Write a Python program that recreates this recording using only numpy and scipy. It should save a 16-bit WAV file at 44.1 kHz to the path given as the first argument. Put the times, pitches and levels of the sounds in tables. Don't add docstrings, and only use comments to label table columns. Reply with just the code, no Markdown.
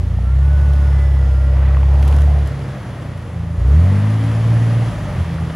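import sys
import numpy as np
from scipy import signal
from scipy.fft import rfft, irfft, next_fast_len
from scipy.io import wavfile
from scipy.ndimage import uniform_filter1d

SR = 44100
rng = np.random.default_rng(int(sys.argv[2]) if len(sys.argv) > 2 else 0)


def nominal_scale(level):
    x = np.asarray(level, float) / 20
    return 10 ** x


def put_to_file(sound):
    columns = np.atleast_2d(sound).T
    safe = np.clip(columns, -1, 1)
    whole_steps = np.round(safe * 32767)
    wavfile.write(sys.argv[1], SR, whole_steps.astype(np.int16))


N = 244755
T = np.arange(N) / SR

# (time [s], bank rate [Hz])
SPEED = [(0, 27.6), (.25, 31.18), (.51, 35.58), (.85, 34.82), (1.39, 33.03), (1.82, 33.98), (2.3, 36.08),
         (2.58, 34.64), (3.43, 27.5), (3.59, 27.2), (3.71, 34.32), (3.88, 47.48), (4.11, 54.02),
         (4.53, 56.87), (4.84, 57.64), (4.95, 53.8), (5.21, 41.82), (5.55, 40.0)]
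# (time [s], level under a full pull [dB])
THROTTLE = [(0, -5), (.2, -4.5), (.38, -1), (1.3, -1.5), (2.28, 0.2), (2.44, -4.5), (2.57, -23),
            (3.33, -25), (3.39, -8.5), (3.55, -13.5), (3.66, -0.4), (3.76, 0.5), (3.88, -.3), (4.39, -2.5),
            (4.55, 1.5), (4.82, -1), (4.93, -10), (5.55, -19)]
# (centre [s], half width [s], throttle rise [dB])
BURBLES = [
    (5.21, 0.027, 10),
    (5.42, 0.037, 9.5),
    (2.6, 0.034, 6.5),
    (3.6, .03, 6.5),
]
# (full-pull level [dB], throttle share [dB/dB], speed slope [dB/octave], surge [dB per octave/s])
ORDER_LAW = [(-9, 0.97, 0.2, 0.36), (-20.5, 0.34, -8.5, -0.2), (-21, 0.21, -3.5, 1)]
PIPE_PHASE = [(2, 0), (3, -1.2), (4, -1.9)]
# (frequency [Hz], gain [dB])
PIPE_GAIN = [(54, -8), (62, -0.5), (69, 0.7), (80, 1.5), (100, -3), (125, -4), (160, 0.2), (230, -11.5)]
# (order [-], level relative to it [dB])
FAINT_ORDERS = [(1, -30), (5, -46)]
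CYLINDER_OFFSETS = [-1.3, .4, .1, -.5, .8, .5]
# (frequency [Hz], width [Hz], level [dB])
MUFFLER_MODES = [(85, 57, 6.5), (134, 83, -1), (207, 360, -21.5)]
# (order [-], start [s], end [s], level [dB])
PASSING_ORDERS = [(6, -.1, .35, -36), (6, 2.55, 2.95, -39), (6, 3.3, 3.62, -27), (6, 3.68, 3.88, -34),
                  (5, 3.82, 4.35, -34), (5, 4.3, 4.9, -38), (4 / 3, 4.15, 4.66, -30), (1, 4.3, 4.8, -38),
                  (1, 4.82, 5.2, -31), (3.2, 5.15, 5.5, -30), (10 / 3, 2.45, 3.05, -33),
                  (7 / 3, 4.4, 4.95, -28), (5, 2.95, 3.25, -34), (4, 5.25, 5.65, -29), (4, 3.88, 4.15, -31),
                  (3, -.1, .22, -28), (4, 2.45, 2.78, -31)]
# (bank rate [Hz], body [dB], clatter [dB], hiss [dB])
BAY_LAW = [(27.5, -43.5, -46, -60.5), (34.9, -38.5, -41.5, -56), (46, -37.5, -36.5, -54),
           (57.5, -35, -35.5, -51.5)]
BAY_SHARES = [.03, .02, 0.044]
# (centre [s], half width [s], body [dB], clatter [dB], hiss [dB])
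BAY_SWELLS = [
    (1.67, 0.17, 2.5, 3.3, -3.5),
    (2.13, 0.13, 3.5, 3.4, 4.5),
    (2.8, 0.54, 0.75, 2, -0.7),
    (3.7, 0.12, 3.3, 0.54, 3),
    (3.88, 0.23, 2.2, 2.7, 1.5),
    (4.3, .15, .3, .8, 1.5),
    (4.85, .12, .6, 1.8, 1.2),
]
BAY_CENTRES = [600, 2100, 7500]
# (frequency [Hz], density [dB per Hz])
RUSH_SPECTRUM = [(200, -2.5), (300, -5), (400, -9), (700, -9), (1200, -14.5), (1900, -20), (2400, -23),
                 (3400, -25), (3700, -30), (6500, -35.5), (8500, -37.5), (10000, -33.5), (12500, -52),
                 (15500, -45)]
# (frequency [Hz], width [Hz], level over body [dB])
PANEL_MODES = [(471.7, 14.7, -9), (587, 15.5, -5.5), (1176, 150, -11.5), (1748, 160, -18.5),
               (1890, 220, -10.5), (3060, 360, -30), (123.3, 19.6, 6.5)]
# (order [-], start [s], end [s], level [dB])
WHINES = [(42.6, .22, .38, -45), (42.0, .38, 1.09, -45), (41.8, 1.15, 1.55, -48), (58.6, .86, 1.1, -45.5),
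          (58.6, 1.05, 1.3, -51), (58.4, 1.4, 1.8, -51), (25.2, .4, 1.2, -50), (16.8, .45, 1.3, -43),
          (101, .65, 1.15, -62), (144, .7, 1.1, -63), (151, 1.2, 1.6, -64), (42.3, 2.08, 2.27, -47),
          (155, .8, 1.3, -64.5), (38, 2.45, 2.9, -53), (50, 2.65, 2.95, -54), (50, .85, 1.2, -54)]
# (start [s], end [s], centre [Hz], width [Hz], level [dB])
SCRAPES = [
    (1.812, 2.23, 690, 600, -35),
    (2.21, 2.44, 690, 200, -34.5),
    (1.3, 1.72, 550, 390, -42),
    (1.6, 1.74, 1430, 1100, -40.5),
    (3.6, 3.8, 380, 260, -39),
    (1.2, 2.2, 900, 1000, -47.5),
]
# (time [s], peak level [dB], centre [Hz])
KNOCKS = [(.187, -26, 750), (1.168, -29, 1100), (1.650, -28, 1200), (1.708, -28, 1300), (1.7475, -23, 1900),
          (1.7695, -19, 1100), (1.7700, -28, 2500), (1.8315, -26, 900), (1.8310, -27, 2300),
          (2.288, -30, 680), (5.383, -25, 1400), (5.419, -27, 800)]
# (time [s], edge level [dB], body over edge [dB])
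SNAPS = [(0.733, -35, -7), (2.0249, -34.5, 4), (2.05, -35.5, -14), (2.08, -30, -20), (2.0767, -29.5, -4),
         (2.0844, -40.5, 7.5), (2.125, -35.5, 4.5), (2.1625, -33, -13), (2.1843, -36.5, 1),
         (2.206, -37.5, -6), (2.2179, -30, -4), (2.472, -30.5, -11), (3.175, -41, -3)]
# (start [s], end [s], grains [-], level [dB])
CRUSH = [
    (2.015, 2.25, 90, -44),
    (2.46, 2.485, 16, -40),
    (.73, .75, 10, -46),
]
# (frequency [Hz], level relative to direct [dB])
DIFFUSE_GAIN = [(60, -47.5), (110, -23.5), (200, -19.5), (380, -20), (700, -13), (1300, -12), (2400, -14),
                (4400, -9), (7000, -10.5), (15000, -7)]
# (frequency [Hz], lead of the left port [rad])
PORT_LEAD = [(0, 0), (6700, -.2), (7400, -1.3), (8150, -2.3), (8550, -3.14), (9000, -4.3), (9700, -6.1),
             (10900, -6.8), (11600, -8.3), (11800, -9.3), (12250, -9.55), (12500, -10.6), (13200, -11.9),
             (14500, -13.5), (15500, -15.7)]


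def throttle():
    pedal_db = columns(THROTTLE)[0]
    return pedal_db + sum(db * swell(s, width_s) for s, width_s, db in BURBLES)


def order_levels(hz, pull_db):
    octaves = np.log2(hz / 35)
    rising = np.gradient(octaves) * SR
    shut_db = np.clip(-pull_db - 0.5, 0, 16)
    orders_db = []
    for (db, share, slope, surge), (k, phase) in zip(ORDER_LAW, PIPE_PHASE):
        source_db = db + share * pull_db + slope * octaves + surge * rising
        dropout_db = 0.33 * shut_db * abs(walk(14))
        orders_db.append(source_db + at_hz(PIPE_GAIN, k * hz) - dropout_db)
    lump_db = -34.5 - 0.17 * pull_db
    return orders_db, lump_db


def exhaust(turn, orders_db, lump_db):
    boom = 0
    for db, (k, phase) in zip(orders_db, PIPE_PHASE):
        boom = boom + nominal_scale(db + 0.24 * walk(19)) * np.cos(k * turn + phase)
    for k, db in FAINT_ORDERS:
        boom = boom + nominal_scale(orders_db[0] + db + 2.5 * walk(8)) * np.cos(k * turn)
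    firing = (turn / np.pi).astype(int)
    stray = .45 * rng.standard_normal(N // 100)[firing]
    pulses = np.diff(firing, prepend=0) * (np.take(CYLINDER_OFFSETS, firing % 6) + stray)
    lumps = sum(nominal_scale(db) * unit(band(pulses, hz, width_hz, order=2)) for hz, width_hz, db in MUFFLER_MODES)
    return np.sqrt(2) * boom + nominal_scale(lump_db) * unit(lumps)


def locked(table, turn, wobble_rad, fade_s=.06):
    out = np.zeros(N)
    for k, start_s, end_s, db in table:
        on = slice(max(int(start_s * SR), 0), int(end_s * SR))
        fade = np.clip(np.minimum(T[on] - start_s, end_s - T[on]) / fade_s, 0, 1)
        tone = np.sqrt(2) * np.sin(k * turn[on] + wobble_rad * walk(30)[on])
        out[on] += fade * nominal_scale(db + 2 * walk(10)[on]) * tone
    return out


def bay_levels(hz, pull_db):
    fan_lag_s = 0.19
    pole = np.exp(-1 / (fan_lag_s * SR))
    fan_hz = hz[0] + signal.lfilter([1 - pole], [1, -pole], hz - hz[0])
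    rate, *laws = np.transpose(BAY_LAW)
    levels_db = np.array([np.interp(np.log(fan_hz), np.log(rate), law) for law in laws])
    swells_db = sum(np.outer(added, swell(s, width_s)) for s, width_s, *added in BAY_SWELLS)
    return levels_db + np.outer(BAY_SHARES, pull_db) + swells_db


def engine_bay(turn, levels_db):
    bursts = nominal_scale(1.17 * rng.exponential(size=N // 40 + 1)).repeat(40)[:N]
    grit = unit(rng.standard_normal(N) * bursts)
    ticking = grit * (1 + 0.037 * np.cos(turn))
    size = next_fast_len(N)
    f = np.maximum(np.arange(size // 2 + 1) * SR / size, 1)
    coloured = rfft(ticking, size) * nominal_scale(at_hz(RUSH_SPECTRUM, f) - 13.5) * (f > 150)
    swing_db = [db - db.mean() for db in levels_db]
    out, shared = 0, walk(12)
    for step in range(-1, 20):
        place = np.interp(np.log(200 * 2 ** (step / 3)), np.log(BAY_CENTRES), [0, 1, 2])
        load_db = sum(max(1 - abs(place - k), 0) * db for k, db in enumerate(swing_db))
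        share = np.clip(1 - abs(3 * np.log2(f / 200) - step), 0, 1)
        flicker_db = 0.61 * shared + walk(20)
        out = out + nominal_scale(load_db + flicker_db) * irfft(coloured * share, size)[:N]
    for hz, width_hz, db in PANEL_MODES:
        ring = unit(band(rng.standard_normal(N), hz, width_hz))
        out = out + nominal_scale(levels_db[0] + db + 2.0 * walk(4.98)) * ring
    return out


def scrape():
    out = 0
    for start_s, end_s, hz, width_hz, db in SCRAPES:
        grip = np.sin(np.pi * np.clip((T - start_s) / (end_s - start_s), 0, 1))
        rub = unit(band(rng.standard_normal(N), hz, width_hz, order=2))
        out = out + grip * nominal_scale(db + 2.4 * walk(60)) * rub
    return out


def knock(s, db, hz):
    out, t = np.zeros(N), np.arange(900) / SR
    envelope = np.e * t * hz * np.exp(-t * hz)
    start = int(s * SR)
    out[start:start + 900] = nominal_scale(db) * envelope * np.sin(2 * np.pi * hz * t)
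    return out


def crack(s, db, hz, width_hz, decay_s):
    out, t = np.zeros(N + 2000), np.arange(2000) / SR
    noise = rng.standard_normal(2000) * t * np.exp(-t / decay_s)
    burst = band(noise, hz, width_hz, order=2)
    start = int(s * SR)
    out[start:start + 2000] = nominal_scale(db) * burst / abs(burst).max()
    return out[:N]


def debris():
    out = sum(knock(*row) for row in KNOCKS)
    for s, edge_db, body_db in SNAPS:
        out = out + crack(s, edge_db - .6, 7600, 9000, 0.0017)
        out = out + crack(s, edge_db + body_db + 2.0, 2720, 1800, 0.0023)
    return out


def crush():
    clicks = np.zeros(N)
    for start_s, end_s, grains, db in CRUSH:
        when, size, sign = rng.random((grains, 3)).T
        at = ((start_s + (end_s - start_s) * when) * SR).astype(int)
        clicks[at] = nominal_scale(db - 5 * np.log(size + .02)) * np.sign(sign - .5)
    return band(clicks, 7000, 9000, order=2)


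def scatter(direct):
    length, decay_s = 8192, .045
    tail = unit(rng.standard_normal(length) * np.exp(-np.arange(length) / SR / decay_s)) / np.sqrt(length)
    size = next_fast_len(N + length)
    f = np.arange(size // 2 + 1) * SR / size
    spectrum = rfft(direct, size) * rfft(tail, size) * nominal_scale(at_hz(DIFFUSE_GAIN, f))
    return irfft(spectrum, size)[:N]


def unit(x):
    return x / np.sqrt(np.mean(x ** 2))


def band(x, hz, width_hz, order=1):
    edges = [max(hz - width_hz / 2, 10), min(hz + width_hz / 2, .49 * SR)]
    return signal.sosfilt(signal.butter(order, edges, "bandpass", fs=SR, output="sos"), x)


def walk(rate):
    k = int(SR / rate)
    held = np.repeat(rng.standard_normal(N // k + 1), k)
    return uniform_filter1d(uniform_filter1d(held, k), k)[:N]


def swell(s, width_s):
    return np.exp(-((T - s) / width_s) ** 2)


def at_hz(table, hz):
    f, v = np.transpose(table)
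    return np.interp(np.log(np.maximum(hz, 1)), np.log(np.maximum(f, 1)), v)


def columns(table):
    s, *cols = np.transpose(table)
    return [np.interp(T, s, c) for c in cols]


def scene():
    hz = uniform_filter1d(columns(SPEED)[0], size=4000)
    turn = 2 * np.pi * np.cumsum(hz) / SR
    pull_db = throttle()
    engine = exhaust(turn, *order_levels(hz, pull_db)) + locked(PASSING_ORDERS, turn, wobble_rad=.3)
    bay = engine_bay(turn, bay_levels(hz, pull_db)) + locked(WHINES, turn, wobble_rad=.9)
    log = scrape() + debris() + crush()
    direct = engine + bay + log
    side = scatter(direct)
    return np.array([direct + side, direct - side])


def top_cut(x):
    return signal.sosfilt(signal.butter(12, 15680, fs=SR, output="sos"), x)


def record(dry):
    size = next_fast_len(N + 8192)
    f = np.arange(size // 2 + 1) * SR / size
    lead = np.interp(f, *np.transpose(PORT_LEAD)) / 2
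    phase = np.exp(1j * np.array([lead, -lead]))
    cuts = (f < 15600) * f ** 2 / (f ** 2 + 30.0 ** 2)
    x = irfft(rfft(dry, size) * phase * cuts, size)[:, :N]
    mix = np.tanh(.5 * x) / .5
    return top_cut(mix)


dry = scene()
out = record(dry)
put_to_file(out)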